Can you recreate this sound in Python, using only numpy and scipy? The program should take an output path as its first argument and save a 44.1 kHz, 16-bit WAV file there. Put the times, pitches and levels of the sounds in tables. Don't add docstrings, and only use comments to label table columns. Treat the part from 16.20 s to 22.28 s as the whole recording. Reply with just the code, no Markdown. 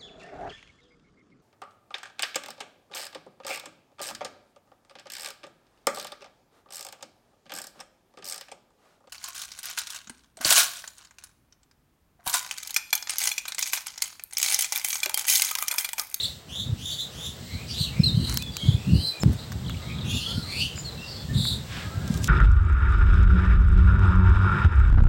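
import sys
import numpy as np
from scipy import signal
from scipy.fft import rfft, irfft
from scipy.io import wavfile
from scipy.ndimage import uniform_filter1d

SR = 44100
rng = np.random.default_rng(int(sys.argv[2]) if len(sys.argv) > 2 else 0)


def unload_audio(sound):
    columns = np.transpose(np.atleast_2d(sound))
    steps = np.round(np.clip(columns, -1, 1) * 32767)
    wavfile.write(sys.argv[1], SR, steps.astype(np.int16))


N = 268128
T = np.arange(N) / SR
JUMP_S = 3.0345
TOP_HZ = 16000
ARCH = 1.7


def undb(db):
    return 10 ** (np.asarray(db) / 20)


def unit(x):
    return x / np.sqrt(np.mean(x ** 2))


def band(x, lo_hz, hi_hz):
    return signal.sosfilt(signal.butter(2, [lo_hz, hi_hz], "band", fs=SR, output="sos"), x)


def coloured(shape):
    hz, db = np.transpose(shape)
    log_hz = np.log(np.arange(N // 2 + 1) * SR / N + 1)
    gain = undb(np.interp(log_hz, np.log(hz), db, left=-80, right=-80))
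    return unit(irfft(rfft(rng.standard_normal(N)) * gain, N))


def walk(rate_hz):
    hold = int(SR / rate_hz)
    steps = np.repeat(rng.standard_normal(N // hold + 1), hold)
    return unit(uniform_filter1d(uniform_filter1d(steps, hold), hold)[:N])


def add(out, start_s, x):
    i = int(start_s * SR)
    x = x[max(-i, 0):N - i]
    out[max(i, 0):max(i, 0) + len(x)] += x


def note_time(rise, fall):
    return np.arange(-rise, fall, 1 / SR)


def note(rise, fall, hz0, hz1, hz2, db, octave_db, arch, bend_hz=0., throb=1.0, rasp=0., scoop_db=0., dip=0.97):
    overtone_step_db, overtone_scoop_share, swell_power = -7, .3, 0.5
    t = note_time(rise, fall)
    climb = (hz0 - hz1) * (-t / rise).clip(0) ** arch
    departure = (hz2 - hz1) * (t / fall).clip(0) ** arch
    hz = hz1 + np.where(t < 0, climb, departure)
    phase = 2 * np.pi * np.cumsum(hz + bend_hz) / SR
    scoop = undb(scoop_db * np.log2(hz / hz1).clip(max=0))
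    tone = scoop * (dip * np.sin(phase) + rasp)
    for k in (2, 3, 4):
        if k * hz1 < TOP_HZ:
            level = undb(octave_db + (k - 2) * overtone_step_db) * dip ** (k - 2)
            tone += level * np.sin(k * phase) * scoop ** overtone_scoop_share
    swell = np.cos(np.pi / 2 * np.where(t < 0, t / rise, t / fall)).clip(0) ** swell_power
    return np.sqrt(2) * undb(db) * swell * throb * tone


def buzzes():
    # (start_s, length_s, start_pitch_hz, turning_pitch_hz, level_db, slip_hz (rms, minus = downward),
    #  octave_db (against the lowest tone))
    arched_calls = [(0.0, 0.063, 3740, 3756, -35.5, 284, -9.5), (0.27, 0.18, 2580, 3660, -37, -260, -14),
                    (0.555, 0.2, 2500, 3585, -36, -300, -9), (0.75, 0.099, 3260, 3737, -32.5, -240, -12.5),
                    (0.905, 0.2, 2630, 3570, -40, -320, -7.5), (1.215, 0.18, 4240, 4110, -51, 200, -21),
                    (1.46, .07, 4000, 4950, -39, 478, -22), (1.47, 0.2, 2497, 4043, -31, -520, -12.5),
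                    (1.94, 0.174, 3070, 3114, -45, 160, -14), (1.91, 0.3, 4120, 4180, -40, 278, -14),
                    (2.33, 0.23, 3920, 3970, -44, 446, -13), (2.72, 0.2, 4190, 4320, -37.5, 385.5, -13),
                    (2.997, 0.029, 7450, 7130, -38.5, 240, -19),
                    (3.165, 0.085, 4100, 4090, -48.5, 433, -16), (3.59, 0.33, 3880, 3720, -50, 204.5, -28),
                    (3.845, 0.16, 3045, 3544, -34, -190, -8.5), (3.879, 0.36, 4490, 4430, -43, 447, -14),
                    (4.29, .18, 3374, 3760, -41, 349, -7), (4.44, 0.12, 2853, 2955, -44, 169, -26),
                    (4.556, 0.046, 7240, 7090, -40.5, 197, -27), (4.81, 0.24, 5400, 4470, -43.5, 381, -28),
                    (5.13, .22, 3770, 3836, -31.5, 359, -13)]
    # (start_s, length_s, start_pitch_hz, end_pitch_hz, level_db, slip_hz (rms))
    slurs = [(1.23, 0.21, 1887, 2497, -46, 132), (1.689, 0.17, 1980, 2745, -44, 177),
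             (2.355, .22, 3152, 3474, -42, 121), (2.527, 0.26, 2400, 2900, -48.5, 108.6),
             (2.665, 0.15, 4070, 4930, -45.5, 198), (3.587, .17, 1910, 2510, -48, 124),
             (3.831, .2, 2656, 2900, -40, 131), (3.985, 0.16, 2950, 3396, -34.5, 187.4),
             (4.189, 0.25, 4020, 4640, -36, 218), (4.249, 0.23, 1956, 3174, -31, 197.6)]
    sag_share, rise_share, scoop_db_per_octave = 0.0185, .7, 32
    slur_rise_share, slur_octave_db, slur_scoop_db_per_octave = 0.77, -17, 26
    slip_rate_hz, rate_jitter = 214.6, .18
    down_dip_db, up_dip_db = -12., -7.
    rasp_db = -12

    cycle = 2 * np.pi * np.cumsum(slip_rate_hz * (1 + rate_jitter * walk(70.))) / SR
    slip = ((1 - np.cos(cycle)) / 2) ** 2 * undb(2.5 * walk(200.))
    dips = [unit(undb(db * slip)) for db in (down_dip_db, up_dip_db)]
    flutter = .3 * walk(300.)
    bends = [(slip - np.mean(slip * dip ** 2)) / slip.std() + flutter for dip in dips]
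    ragged = undb(2.2 * walk(150.) + 1.8 * walk(35.))
    rasp = unit(band(rng.standard_normal(N), 3400.0, 20000.0))

    calls = []
    for s, length, hz0, hz1, db, slip_hz, octave_db in arched_calls:
        calls.append((s, length, hz0, hz1, (1 - sag_share) * hz1, db, slip_hz, octave_db,
                      rise_share, ARCH, scoop_db_per_octave))
    for s, length, hz0, hz2, db, slip_hz in slurs:
        hz1 = hz0 + slur_rise_share * (hz2 - hz0)
        calls.append((s, length, hz0, hz1, hz2, db, slip_hz, slur_octave_db,
                      slur_rise_share, 1, slur_scoop_db_per_octave))

    out = np.zeros(N)
    for call, turn in zip(calls, rng.random(200)):
        s, length, hz0, hz1, hz2, db, slip_hz, octave_db, share, arch, scoop_db = call
        rise, fall = share * length, (1 - share) * length
        at = (np.arange(len(note_time(rise, fall))) + int(turn * N)) % N
        upward = int(slip_hz > 0)
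        add(out, s, note(rise, fall, hz0, hz1, hz2, db, octave_db, arch,
                         bend_hz=slip_hz * bends[upward][at], throb=ragged[at],
                         rasp=undb(octave_db + rasp_db) * rasp[at],
                         scoop_db=scoop_db, dip=dips[upward][at]))
    return out


def glides(waver, waver_db):
    # (start_s, length_s, start_pitch_hz, end_pitch_hz, level_db)
    clear_notes = [(-0.005, 0.02, 3316, 4350, -26.5), (0.031, 0.016, 4300, 3240, -25.5),
                   (0.047, .014, 3410, 4640, -26), (0.409, 0.041, 4300, 4500, -47),
                   (1.619, 0.065, 4170, 2440, -39), (1.788, 0.058, 5370, 5273, -44),
                   (1.834, 0.02, 4117, 4280, -20), (1.857, 0.017, 3970, 4160, -21),
                   (1.874, 0.028, 3960, 3620, -26.5), (2.111, 0.037, 2110, 2220, -42.5),
                   (2.191, 0.044, 2400, 2540, -43.5), (2.213, 0.075, 3490, 3270, -38.5),
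                   (2.316, 0.041, 4680, 4540, -38.5), (2.368, .06, 3170, 3260, -40.5),
                   (2.4, .055, 2205, 2260, -48.5), (2.753, 0.082, 3000, 3145, -43.5),
                   (2.843, 0.085, 4102, 3972, -29.5), (2.918, 0.077, 2500, 2456, -41.5),
                   (3.018, 0.0175, 5390, 5180, -34), (4.061, .014, 3396, 3230, -29),
                   (4.642, 0.064, 4410, 3970, -38), (4.77, 0.11, 2706, 2820, -43),
                   (4.96, 0.087, 3400, 3440, -48), (5.086, 0.045, 1756, 1845, -44),
                   (5.456, 0.21, 1646, 1665, -46), (5.732, 0.28, 1616, 1610, -48)]
    far_db = -38
    out = np.zeros((2, N))
    for s, length, hz0, hz2, db in clear_notes:
        far = int(db < far_db)
        share = 0.56 if far else 0.54
        rise, fall = share * length, (1 - share) * length
        at = (np.arange(len(note_time(rise, fall))) + int(s * SR)) % N
        add(out[far], s, note(rise, fall, hz0, hz0 + share * (hz2 - hz0), hz2, db, octave_db=-23.0, arch=0.88,
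                              bend_hz=(1 + 1.3 * far) * hz0 * waver[at], throb=undb(far * waver_db[at])))
    return out


def twitter():
    chips = list([(1.836, -36, 4670), (1.858, -40, 4730), (1.879, -37, 4600), (3.4605, -39, 3400),
                  (3.481, -38.5, 3930), (3.5027, -36.5, 3450), (3.6244, -43, 3960), (3.664, -43, 3720),
                  (3.71, -43, 3310), (3.7838, -38, 3370), (3.8117, -35.5, 3790)])
    # (start_s, end_s, loudest_peak_db, lowest_pitch_hz, highest_pitch_hz)
    runs = [(3.446, 3.56, -43, 2160, 4620), (3.559, 3.85, -47, 2970, 4330),
            (4.676, 4.88, -44.5, 3640, 4360)]
    gap_s = .016
    for s0, s1, db, lo_hz, hi_hz in runs:
        for s, (late, soft, high) in zip(np.arange(s0, s1, gap_s), rng.random((60, 3))):
            chips.append((s + late * gap_s, db - 3.2 * soft, lo_hz + high * (hi_hz - lo_hz)))
    out = np.zeros(N)
    for s, db, hz in chips:
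        rms_db = db - 10 * np.log10(2)
        add(out, s, note(0.00368, 0.0078, 1.32 * hz, hz, 0.9 * hz, rms_db, octave_db=-30.0, arch=ARCH))
    return out


def trills():
    # (start_s, end_s, gap_s, pitch_hz, level_db)
    pip_runs = [(0.714, .755, 0.011, 4490, -36.5), (4.558, 4.613, .0145, 4960, -42.5)]
    out = np.zeros(N)
    for s0, s1, gap, hz, db in pip_runs:
        for s in np.arange(s0, s1, gap):
            add(out, s, note(0.0021, 0.0029, 1.03 * hz, hz, 0.97 * hz, db, octave_db=-30., arch=1))
    return out


def low_whistles(waver, waver_db):
    # (time_s, pitch_hz, level_db)
    curves = [
        [(3.58, 1223, -60), (3.70, 1250, -62), (3.98, 1206, -59), (4.17, 1446, -48), (4.278, 1150, -56),
         (4.32, 1150, -56)],
        [(5.62, 1260, -53), (5.7, 1283, -49), (5.82, 1440, -50.5), (5.99, 1170, -58)],
    ]
    out = np.zeros(N)
    for s, hz, db in map(np.transpose, curves):
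        phase = 2 * np.pi * np.cumsum(np.interp(T, s, hz) * (1 + waver)) / SR
        level_db = np.interp(T, s, db, left=-200, right=-200) + waver_db
        out += np.sqrt(2) * undb(level_db) * np.sin(phase)
    return out


def whistles():
    waver, waver_db = 0.00706 * walk(60.), 2.86 * walk(45.)
    near, far = glides(waver, waver_db)
    near += twitter() + trills()
    far += low_whistles(waver, waver_db)
    return near, far


def trees(x, direct_db, scatter_db):
    t60_s = 0.28
    t = T[:SR // 2]
    scatter = rng.standard_normal(len(t)) * 1000. ** (-t / t60_s) * (t > .004)
    scatter *= undb(scatter_db) / np.sqrt(np.sum(scatter ** 2))
    scatter[0] = undb(direct_db)
    return sum(signal.fftconvolve(x * part, scatter)[:N] * part for part in (T < JUMP_S, T >= JUMP_S))


def wind():
    # (time_s, level_db)
    gusts = [(0.0, -43), (0.25, -51), (0.54, -29.5), (0.57, -41.5), (1.1, -41.5), (1.62, -36.5),
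             (1.87, -30), (1.96, -25), (2.4, -38), (2.49, -24.5), (2.62, -37.5), (2.74, -11.5),
             (2.96, -62.5), (3.06, -14), (3.18, -41), (3.54, -25.5), (3.64, -38.5), (3.88, -24), (4.0, -35),
             (4.94, -41.5), (5.21, -26), (5.4, -36.5), (6.08, -26.5)]
    # (frequency_hz, density_db (per Hz))
    turbulence = [(12, -54), (20, -34), (67, 2.5), (135, 1), (172, -2.5), (222, -6.5), (419, -26),
                  (900, -59), (1170, -59)]
    # (start_s, peak_db, pitch_hz)
    thumps = [(0.519, -15.5, 108), (1.601, -17, 123), (1.794, -4, 155), (1.939, -13, 121), (1.968, -8, 137),
              (2.48, -4.5, 126), (2.535, -11, 97), (2.728, -5, 176.7), (3.052, -8, 138), (4.175, -18, 198),
              (5.149, -11.5, 139), (5.199, -14.5, 145), (5.765, -17.5, 99), (5.899, -13, 172)]
    noise = coloured(turbulence)
    flutter_db = 3.2 * walk(35.).clip(max=1.6)
    out = noise * undb(np.interp(T, *np.transpose(gusts)) + flutter_db)
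    for s, db, hz in thumps:
        cycles = np.arange(0, 3 * SR / hz) * hz / SR
        add(out, s, undb(db) * np.exp(-((cycles - 1.3) / 0.71) ** 2) * np.sin(2 * np.pi * cycles))
    return out


def pop():
    out, t = np.zeros(N), T[:SR // 20]
    add(out, JUMP_S, undb(-9) * np.exp(-t / 0.0038) * np.cos(2 * np.pi * 112 * t))
    return out


def ticks():
    # (start_s, crack_peak_db, knock_db (peak, against the crack), top_db (rms of 5 ms, against the crack))
    cracks = [(2.096, -15.5, -12, -19), (2.125, -23.5, -4, -19), (2.142, -21, -14, -6),
              (2.1727, -6.5, -12.5, -14), (2.223, -21.5, -13, -13.5), (2.368, -13.5, -12.5, -17),
              (3.131, -37, -3, -6), (3.32, -25, -0.5, -16), (3.3253, -27.5, -6, -16),
              (3.496, -28, 3.5, -15), (4.578, -33, 7.5, -21), (5.252, -29.5, 5.5, -8),
              (5.8777, -25.5, -21, -15), (5.941, -24, -20, -18), (5.9748, -25, -14, -14),
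              (6.0426, -13.5, -24, -17.5), (6.0744, -16.5, -20, -18)]
    out, t = np.zeros(N), T[:600]
    for (s, db, knock_db, top_db), noise in zip(cracks, rng.standard_normal((len(cracks), 600))):
        burst = noise * np.exp(-t / 0.0019)
        for lo_hz, hi_hz, peak_db in ((2460.0, 8450.0, db), (935.0, 2250.0, db + knock_db)):
            part = band(burst, lo_hz, hi_hz)
            add(out, s, undb(peak_db) * part / np.abs(part).max())
        top = band(burst, 9200.0, 20000.0)
        add(out, s, undb(db + top_db) * top / top[:SR // 200].std())
    return out


def rustles():
    # (peak_s, rise_s, fall_s, level_db, middle_hz)
    swells = [(2.11, 0.06, 0.085, -42.5, 1980), (2.13, 0.069, 0.087, -41, 6800),
              (3.13, 0.012, .02, -48, 6600), (5.56, 0.073, 0.11, -38.5, 2350),
              (5.97, 0.083, 0.023, -46.5, 5970), (6.04, 0.02, 0.052, -40, 6000)]
    grains = rng.standard_normal(N) * undb(0.82 * walk(400.))
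    out = np.zeros(N)
    for s, rise, fall, db, hz in swells:
        swell = np.exp(-np.where(T < s, (T - s) / rise, (T - s) / fall) ** 2)
        out += undb(db) * swell * unit(band(grains, hz / 2.35, min(hz * 1.57, TOP_HZ)))
    return out


def leaves():
    # (time_s, hiss_db (8.5 to 15 kHz), murmur_db)
    levels = [(0.0, -49, -51.5), (0.25, -65, -54.5), (0.8, -57.5, -51.5), (3.3, -59, -48),
              (5.47, -56.5, -48), (5.74, -57, -44), (6.08, -58.5, -47.5)]
    # (frequency_hz, density_db (per Hz))
    hiss_shape = [(1180, -36), (2000, -6), (2400, -16), (2710, -5), (3840, -1.5), (6530, -10.5),
                  (7770, -5.5), (9830, -20), (12300, -18), (15200, -15.5), (16000, -7.5)]
    # (frequency_hz, density_db (per Hz))
    murmur_shape = [(300, 0), (500, 1), (1000, -6), (1600, -7.5), (2600, -13.5), (4000, -43)]
    s, hiss_db, murmur_db = np.transpose(levels)
    flicker_db = .8 * walk(8.)
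    hiss = coloured(hiss_shape)
    hiss *= undb(np.interp(T, s, hiss_db) + flicker_db) / band(hiss, 8500, 15000).std()
    murmur = coloured(murmur_shape) * undb(np.interp(T, s, murmur_db) + 1.46 * walk(20.))
    return hiss + murmur


def scene():
    near, far = whistles()
    birds = trees(buzzes(), direct_db=-0.5, scatter_db=-1.5)
    birds += trees(near, direct_db=1.0, scatter_db=-4.5)
    birds += trees(far, direct_db=-3.5, scatter_db=-1.5)
    return (birds + wind() + pop() + ticks() + rustles() + leaves())[None]


def record(dry):
    out = signal.sosfilt(signal.butter(2, 42., "high", fs=SR, output="sos"), dry)
    rounded = np.tanh(1.227 * out) / 1.166
    return signal.sosfilt(signal.ellip(10, .2, 70, TOP_HZ, fs=SR, output="sos"), rounded)


dry = scene()
out = record(dry)
unload_audio(out)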